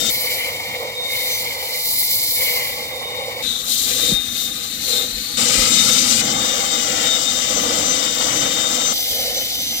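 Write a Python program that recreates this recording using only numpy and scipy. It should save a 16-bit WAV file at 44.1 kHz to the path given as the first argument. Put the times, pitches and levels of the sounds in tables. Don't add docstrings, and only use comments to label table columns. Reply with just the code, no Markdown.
import sys
import numpy as np
from scipy import signal
from scipy.fft import rfft, irfft, next_fast_len
from scipy.io import wavfile

SR = 44100
rng = np.random.default_rng(int(sys.argv[2]) if len(sys.argv) > 2 else 0)


def unload_wav(signal):
    wavfile.write(
        sys.argv[1],
        SR,
        np.round(np.clip(np.atleast_2d(signal).T, -1, 1) * 32767).astype(np.int16),
    )


N = 432161
TIME = np.arange(N) / SR
CUTOFF_HZ = 16100

# (start [s], end [s])
STRETCHES = [(0, 0.1), (0.1, 3.426), (3.426, 5.375), (5.375, 6.211), (6.211, 8.931), (8.931, 9.8)]
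# (rumble, tube hum, tube roar, intake rush, hiss, spray) [dB]
AIR_REST_DB = [(-34, -34, -36.5, -34, -21.5, -31.5), (-43.5, -37.5, -39, -31, -35.5, -40.5),
               (-41, -48.5, -43.5, -40, -29.5, -37), (-30.5, -35.5, -31.5, -29, -16.5, -30),
               (-36, -35, -31, -32, -22, -36), (-43.5, -44, -43.5, -41, -26, -31)]
# (middle [s], length [s], ramp [s], hiss [dB], spray [dB])
NOZZLE_SWEEPS = [(0.13, 0.57, 1, 11.5, 21), (1.29, 0.4, 0.26, 8, 13.5), (2.19, 1.02, 0.7, 12, 20),
                 (3.47, 0.063, 0.06, 2.5, 0), (3.91, 0.48, 0.08, 9, 9), (4.42, 0.11, 0.12, 4.5, 7),
                 (4.93, 0.18, 0.15, 7.5, 8.5), (9.1, 0.39, 0.43, 3, 5)]


def from_db(db):
    return 10 ** (np.asarray(db) / 20)


def rms(x):
    return np.sqrt(np.mean(x ** 2) + 1e-20)


def in_time(rows, t):
    times, *columns = np.transpose(rows)
    return np.array([np.interp(t, times, column) for column in columns])


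def at_hz(rows, hz):
    knots_hz, *columns = np.transpose(rows)
    return np.array([np.interp(np.log(hz), np.log(knots_hz), column) for column in columns])


def drift(rate_hz, t):
    hop = 40
    pole = np.exp(-2 * hop * np.pi * rate_hz / SR)
    noise = rng.standard_normal(N // hop + 2002)
    slow = signal.lfilter([1], [1, -2 * pole, pole * pole], noise)[2000:]
    return np.interp(t * SR / hop, np.arange(len(slow)), slow / rms(slow))


def swells(rows, t, ramp_s=None):
    total = 0
    for middle, length, *rest in rows:
        ramp, *heights = rest if ramp_s is None else [ramp_s, *rest]
        share = np.clip(.5 + (length / 2 - np.abs(t - middle)) / ramp, 0, 1)
        share *= t[0] <= middle <= t[-1]
        total = total + np.outer(heights, np.sin(np.pi / 2 * share) ** 2)
    return total


def phase_ahead(hz):
    # (frequency [Hz], left lead [rad])
    left_lead = [(680, 0), (1100, 2.9), (1800, 2.4), (2000, .5), (2400, .6), (2700, 3.14), (3700, 3.14),
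                 (5500, 4.9), (16000, 9)]
    return at_hz(left_lead, hz)[0]


def phase_side(hz, lag_s=0.0005596, onset_hz=540):
    return 2 * np.pi * hz * lag_s * hz ** 4 / (hz ** 4 + onset_hz ** 4)


def stereo_noise(hz, size, lead, coherence):
    left, independent = rfft(rng.standard_normal((2, size)))
    alike = np.clip(at_hz(coherence, hz)[0], 0, 1)
    right = alike * left + np.sqrt(1 - alike ** 2) * independent
    return np.array([left, right * np.exp(-1j * lead(hz))])


def snow(attack_s=0.0014):
    # (time [s], peak [dB], band reference [Hz], decay [s])
    clumps = [(4.085, -24, 220, .02), (4.112, -15, 210, .008), (4.125, -29, 55, .02), (5.125, -32, 60, .03),
              (5.57, -23, 55, .025)]
    out, age = np.zeros(N), np.arange(SR // 2) / SR
    for start_s, peak_db, hz, decay_s in clumps:
        burst = rng.standard_normal(len(age)) * (1 - np.exp(-age / attack_s)) * np.exp(-age / decay_s)
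        band = signal.butter(2, [hz / 1.6, hz * 1.07], "band", fs=SR, output="sos")
        puff = signal.sosfilt(band, burst)
        out[round(start_s * SR):][:len(age)] += from_db(peak_db) * puff / np.abs(puff).max()
    return out


def wall_echo(rush, left_lag_s=.0024, sway_s=0.000234, echo_db=-8.0):
    bright = signal.sosfilt(signal.butter(2, 1000, "high", fs=SR, output="sos"), rush)
    lags_s = [left_lag_s * ratio + sway_s * drift(0.396, TIME) for ratio in (1, 1.3)]
    delayed = [np.interp(TIME - lag, TIME, ear) for lag, ear in zip(lags_s, bright)]
    return from_db(echo_db) * np.array(delayed)


def hollow_rush(width_hz=440, trim_db=-2, right_db=-12):
    # (time [s], centre [Hz], level re hiss before trim [dB])
    band_track = [(3.43, 3830, 5.5), (3.56, 3755, 9.5), (3.75, 3980, -17), (4.08, 3950, -2),
                  (4.35, 3744, -7), (4.6, 3930, -2), (4.86, 4280, -1), (5.01, 3950, 3), (5.25, 4340, 2)]
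    start, end = STRETCHES[2]
    now, out = (TIME >= start) & (TIME < end), np.zeros((2, N))
    centre_hz, band_db = in_time(band_track, TIME[now])
    lowpass = signal.butter(2, width_hz / 2, fs=SR, output="sos")
    real, imag = signal.sosfilt(lowpass, rng.standard_normal((2, 2, now.sum())))
    carrier = np.exp(2j * np.pi * np.cumsum(centre_hz) / SR)
    band = np.real((real + 1j * imag) * carrier) * from_db([[0], [right_db]])
    hiss_db = air_levels(TIME[now], AIR_REST_DB[2])[-2]
    out[:, now] = band / rms(band) * from_db(hiss_db + band_db + trim_db)
    return out


def tone(t, hz, level_db, colour, lead, scatter=.42, jitter_rad=0.32):
    pan = from_db(at_hz(colour, hz.mean()))[:, None]
    echoes = np.array([drift(15.0, t) + 1j * drift(6.6, t) for ear in range(2)])
    direct = np.exp(-1j * lead(hz.mean()) * np.array([[0], [1]]))
    phase = 2 * np.pi * np.cumsum(hz) / SR + jitter_rad * drift(94, t)
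    line = pan * np.real((direct + scatter * echoes) * np.exp(1j * phase))
    return from_db(level_db) * line / rms(line)


def fan(t, colour, lead, rest_db, spray_db, base_hz=1223, wobble=0.000874, blades=3, whine_order=4.982):
    # (middle [s], length [s], rise [Hz])
    surges = [(1.05, 0.45, 8), (1.86, 0.22, 8), (3.15, 0.3, 4), (4.1, 0.28, 7), (5.75, 0.4, 7),
              (6.75, 0.16, 6), (7.13, 0.16, 4), (7.8, 0.4, 3.5), (8.9, 0.36, 6)]
    # (middle [s], length [s], gain [dB])
    blade_flares = [(1.14, 0.42, 10.5), (3.08, 0.32, 6.5), (3.53, 0.1, 2), (4.11, 0.24, 16.5),
                    (4.42, 0.31, 12), (4.99, 0.13, 15.5), (5.83, 0.27, 9), (6.44, 0.25, 8.5),
                    (6.73, 0.13, 12.5), (7.12, 0.16, 13.5), (7.34, 0.27, 10), (8.08, 0.24, 9),
                    (8.66, 0.48, 8.5)]
    # (middle [s], length [s], gain [dB])
    whine_flares = [(1.33, 0.09, 12), (5.97, 0.52, 8), (7.57, 0.12, 5), (7.9, 0.13, 10), (8.4, 0.34, 4.5),
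                    (8.89, 0.07, 10), (9.39, 0.092, 10), (9.66, 0.3, 4.5)]
    # (blade tone multiple, level re spray [dB])
    overtones = [(3, -10), (4, -10)]
    shaft_hz = (base_hz + swells(surges, t, ramp_s=0.2)[0]) * (1 + wobble * drift(12.0, t))
    blade_hz = blades * shaft_hz
    blade_db, octave_db, whine_db = rest_db
    aim_db = swells(NOZZLE_SWEEPS, t)[0]
    beam_db = swells(blade_flares, t, ramp_s=0.13)[0]
    vent_db = swells(whine_flares, t, ramp_s=0.13)[0]
    lines = [(blade_hz, blade_db + beam_db),
             (2 * blade_hz, octave_db + 1.18 * aim_db),
             (whine_order * shaft_hz, whine_db + 0.94 * aim_db + vent_db)]
    lines += [(multiple * blade_hz, spray_db + db) for multiple, db in overtones]
    return sum(tone(t, hz, db, colour, lead) for hz, db in lines)


def air_levels(t, rest_db):
    # (middle [s], length [s], rumble [dB], tube roar [dB], intake rush [dB])
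    turns = [(0.39, 0.3, -0.5, 1, 4), (0.83, 0.085, -3, 4, -3), (1.02, 0.2, -3.5, 0.5, -4),
             (1.24, 0.32, -3, -0.5, 1.5), (1.7, 0.31, -5, 0, 0), (2.08, 0.55, -1.5, -3.5, -5.5),
             (2.53, 0.27, -1, 1, 4), (2.81, 0.065, -1, -0.5, 0), (3.15, 0.52, -2, 2, -2.5),
             (3.45, 0.043, 3, 4.5, 7), (3.63, 0.16, -3, 1, -4), (4.01, 0.3, 3, 6, 6),
             (4.96, 0.2, 2, 6.5, 5), (5.5, 0.32, -0.5, 1.5, 1), (6.33, 0.26, 5.5, 1, 0.5),
             (7.0, 0.26, 1.5, 1, 3), (7.28, 0.26, -1.5, -1.5, -3), (7.72, 0.44, 4.5, 2, 0),
             (8.38, 0.24, 5.5, 1.5, 2), (9.27, 0.32, 2, 4.5, 3), (9.68, 0.29, 2.5, -2, 1.5)]
    rumble_db, roar_db, intake_db = swells(turns, t, ramp_s=0.12)
    hum_db = 2.25 * roar_db
    hiss_db, spray_db = swells(NOZZLE_SWEEPS, t)
    return np.array(rest_db)[:, None] + [rumble_db, hum_db, roar_db, intake_db, hiss_db, spray_db]


def air(t, colour, lead, coherence, levels_db):
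    # (centre [Hz], width [Hz], gain [dB])
    peaks = [(82, 50, 3), (239, 54, 6.5), (306, 26, 5.5), (385, 70, -1.5), (490, 66, 12.5), (560, 80, 3.5),
             (825, 125, 6.5), (1230, 200, 4), (2060, 220, 5.5), (2605, 170, -3.5), (3020, 260, 5.5),
             (3920, 650, 1.5), (10426, 860, -9.5), (11500, 1600, 2)]
    edges_hz = [340, 630, 1500, 2900, 10500]
    flutter_depths = [0.6, 1, 1.3, 0.97, 0.85, 1.15]
    size = next_fast_len(len(t), True)
    hz = np.maximum(np.fft.rfftfreq(size, 1 / SR), 1)
    peaks_db = sum(db * np.exp(-2 * ((hz - centre) / width) ** 2) for centre, width, db in peaks)
    spectra = stereo_noise(hz, size, lead, coherence) * from_db(at_hz(colour, hz) + peaks_db)
    spectra *= (hz > 20) & (hz < CUTOFF_HZ)
    below = [0] + [1 / (1 + (hz / edge) ** 16) for edge in edges_hz] + [1]
    buffet = drift(15.0, t)
    out = 0
    for k, depth in enumerate(flutter_depths):
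        zone = irfft(spectra * (below[k + 1] - below[k]), size)[:, :len(t)]
        flutter_db = depth * (0.5 * buffet + 1.24 * drift(23.3, t))
        out = out + zone / rms(zone) * from_db(levels_db[k] + flutter_db)
    return out


def scene(fade_s=.016):
    # (frequency [Hz], left [dB], right [dB])
    beside = [(25, -37, -38), (287, -27, -26.5), (387, -22.5, -21.5), (630, -13.5, -3.5),
              (1495, -4.5, -10.5), (1550, -9, -16.5), (3570, 3.5, -8), (4080, 0, -21), (4600, 4, -8),
              (6900, 3, -16.5), (7570, 6.5, -12), (8500, -3, -17), (10400, -28.5, -25),
              (15900, -27.5, -34.5)]
    behind_body = [(25, -29, -38), (113, -19, -16.5), (250, -30.5, -28.5), (590, -15.5, -13),
                   (1095, -18.5, -8.5), (1620, -26.5, -43.5), (2245, -8, -10), (2480, -19.5, -22.5),
                   (4330, 6, 5), (7030, -12, -5), (7340, -14, 5.5), (8400, -5, -13.5), (11000, -15, -9.5),
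                   (13700, -11.5, -19)]
    off_left = [(25, -18.5, -17), (272, -15.5, -14.5), (480, -27, -18.5), (2000, -18, -23.5),
                (2100, -17.5, -28), (2600, -7, -21), (2950, -12.5, -25), (3740, 2, -13), (5160, -5.5, -19),
                (7800, -4.5, -12.5), (9900, -6.5, -35), (11300, -6.5, -3.5), (15000, 2, -6),
                (15900, -26, -22)]
    close_left = [(25, -14, -14), (250, 0.5, 1.5), (409, -26, -17), (540, -21.5, -13.5), (1330, -7.5, -11),
                  (1710, -14.5, -15), (2450, 0.5, -18), (3080, -4, -22), (4900, 2.5, -13), (5950, -1, -20),
                  (7800, 1.5, -13), (8250, 0.5, -28), (10040, -18, -18), (16200, -37, -35)]
    facing = [(25, -22, -27), (90, -22, -23), (265, -26.5, -25.5), (730, -7, 1), (880, -19, -11),
              (1648, -4.5, -11.5), (2372, -0.5, -6), (5030, 1.5, -1), (6900, -17.5, -7.5),
              (7670, -15, -0.5), (8534, -11.5, -26), (11500, -4.5, 1.5), (14700, 9, -3), (15900, -11, -12)]
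    # (frequency [Hz], coherence [0-1])
    ahead_coherence = [(30, .6), (70, .75), (250, .96), (550, .99), (1500, .85), (2100, .93), (2480, .6),
                       (2850, .98), (3350, .97), (4500, .78), (6000, .45), (15000, .5)]
    side_coherence = [(30, .6), (70, .72), (250, .96), (1000, .93), (3000, .76), (8000, .5), (15000, .35)]
    # (blade tone [dB], octave [dB], whine [dB])
    tone_rest_db = [(-22, -51, -34), (-37, -55, -50.5), (-37, -41, -39), (-28.5, -27, -30.5),
                    (-33, -29.5, -30), (-35.5, -44, -34)]
    ahead, side = (phase_ahead, ahead_coherence), (phase_side, side_coherence)
    places = [(beside, side), (behind_body, ahead), (off_left, side),
              (close_left, side), (beside, side), (facing, ahead)]
    rush, tones = np.zeros((2, 2, N))
    for (start, end), air_db, tone_db, place in zip(STRETCHES, AIR_REST_DB, tone_rest_db, places):
        colour, (lead, coherence) = place
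        share = np.clip(.5 + np.minimum(TIME - start, end - TIME) / fade_s, 0, 1)
        now = share > 0
        t, fade = TIME[now], np.sin(np.pi / 2 * share[now])
        levels_db = air_levels(t, air_db)
        rush[:, now] += fade * air(t, colour, lead, coherence, levels_db)
        tones[:, now] += fade * fan(t, colour, lead, tone_db, spray_db=levels_db[-1])
    return rush + wall_echo(rush) + tones + hollow_rush() + snow()


def record(dry):
    return signal.sosfilt(signal.ellip(12, .1, 80, CUTOFF_HZ, fs=SR, output="sos"), dry)


dry = scene()
out = record(dry)
unload_wav(out)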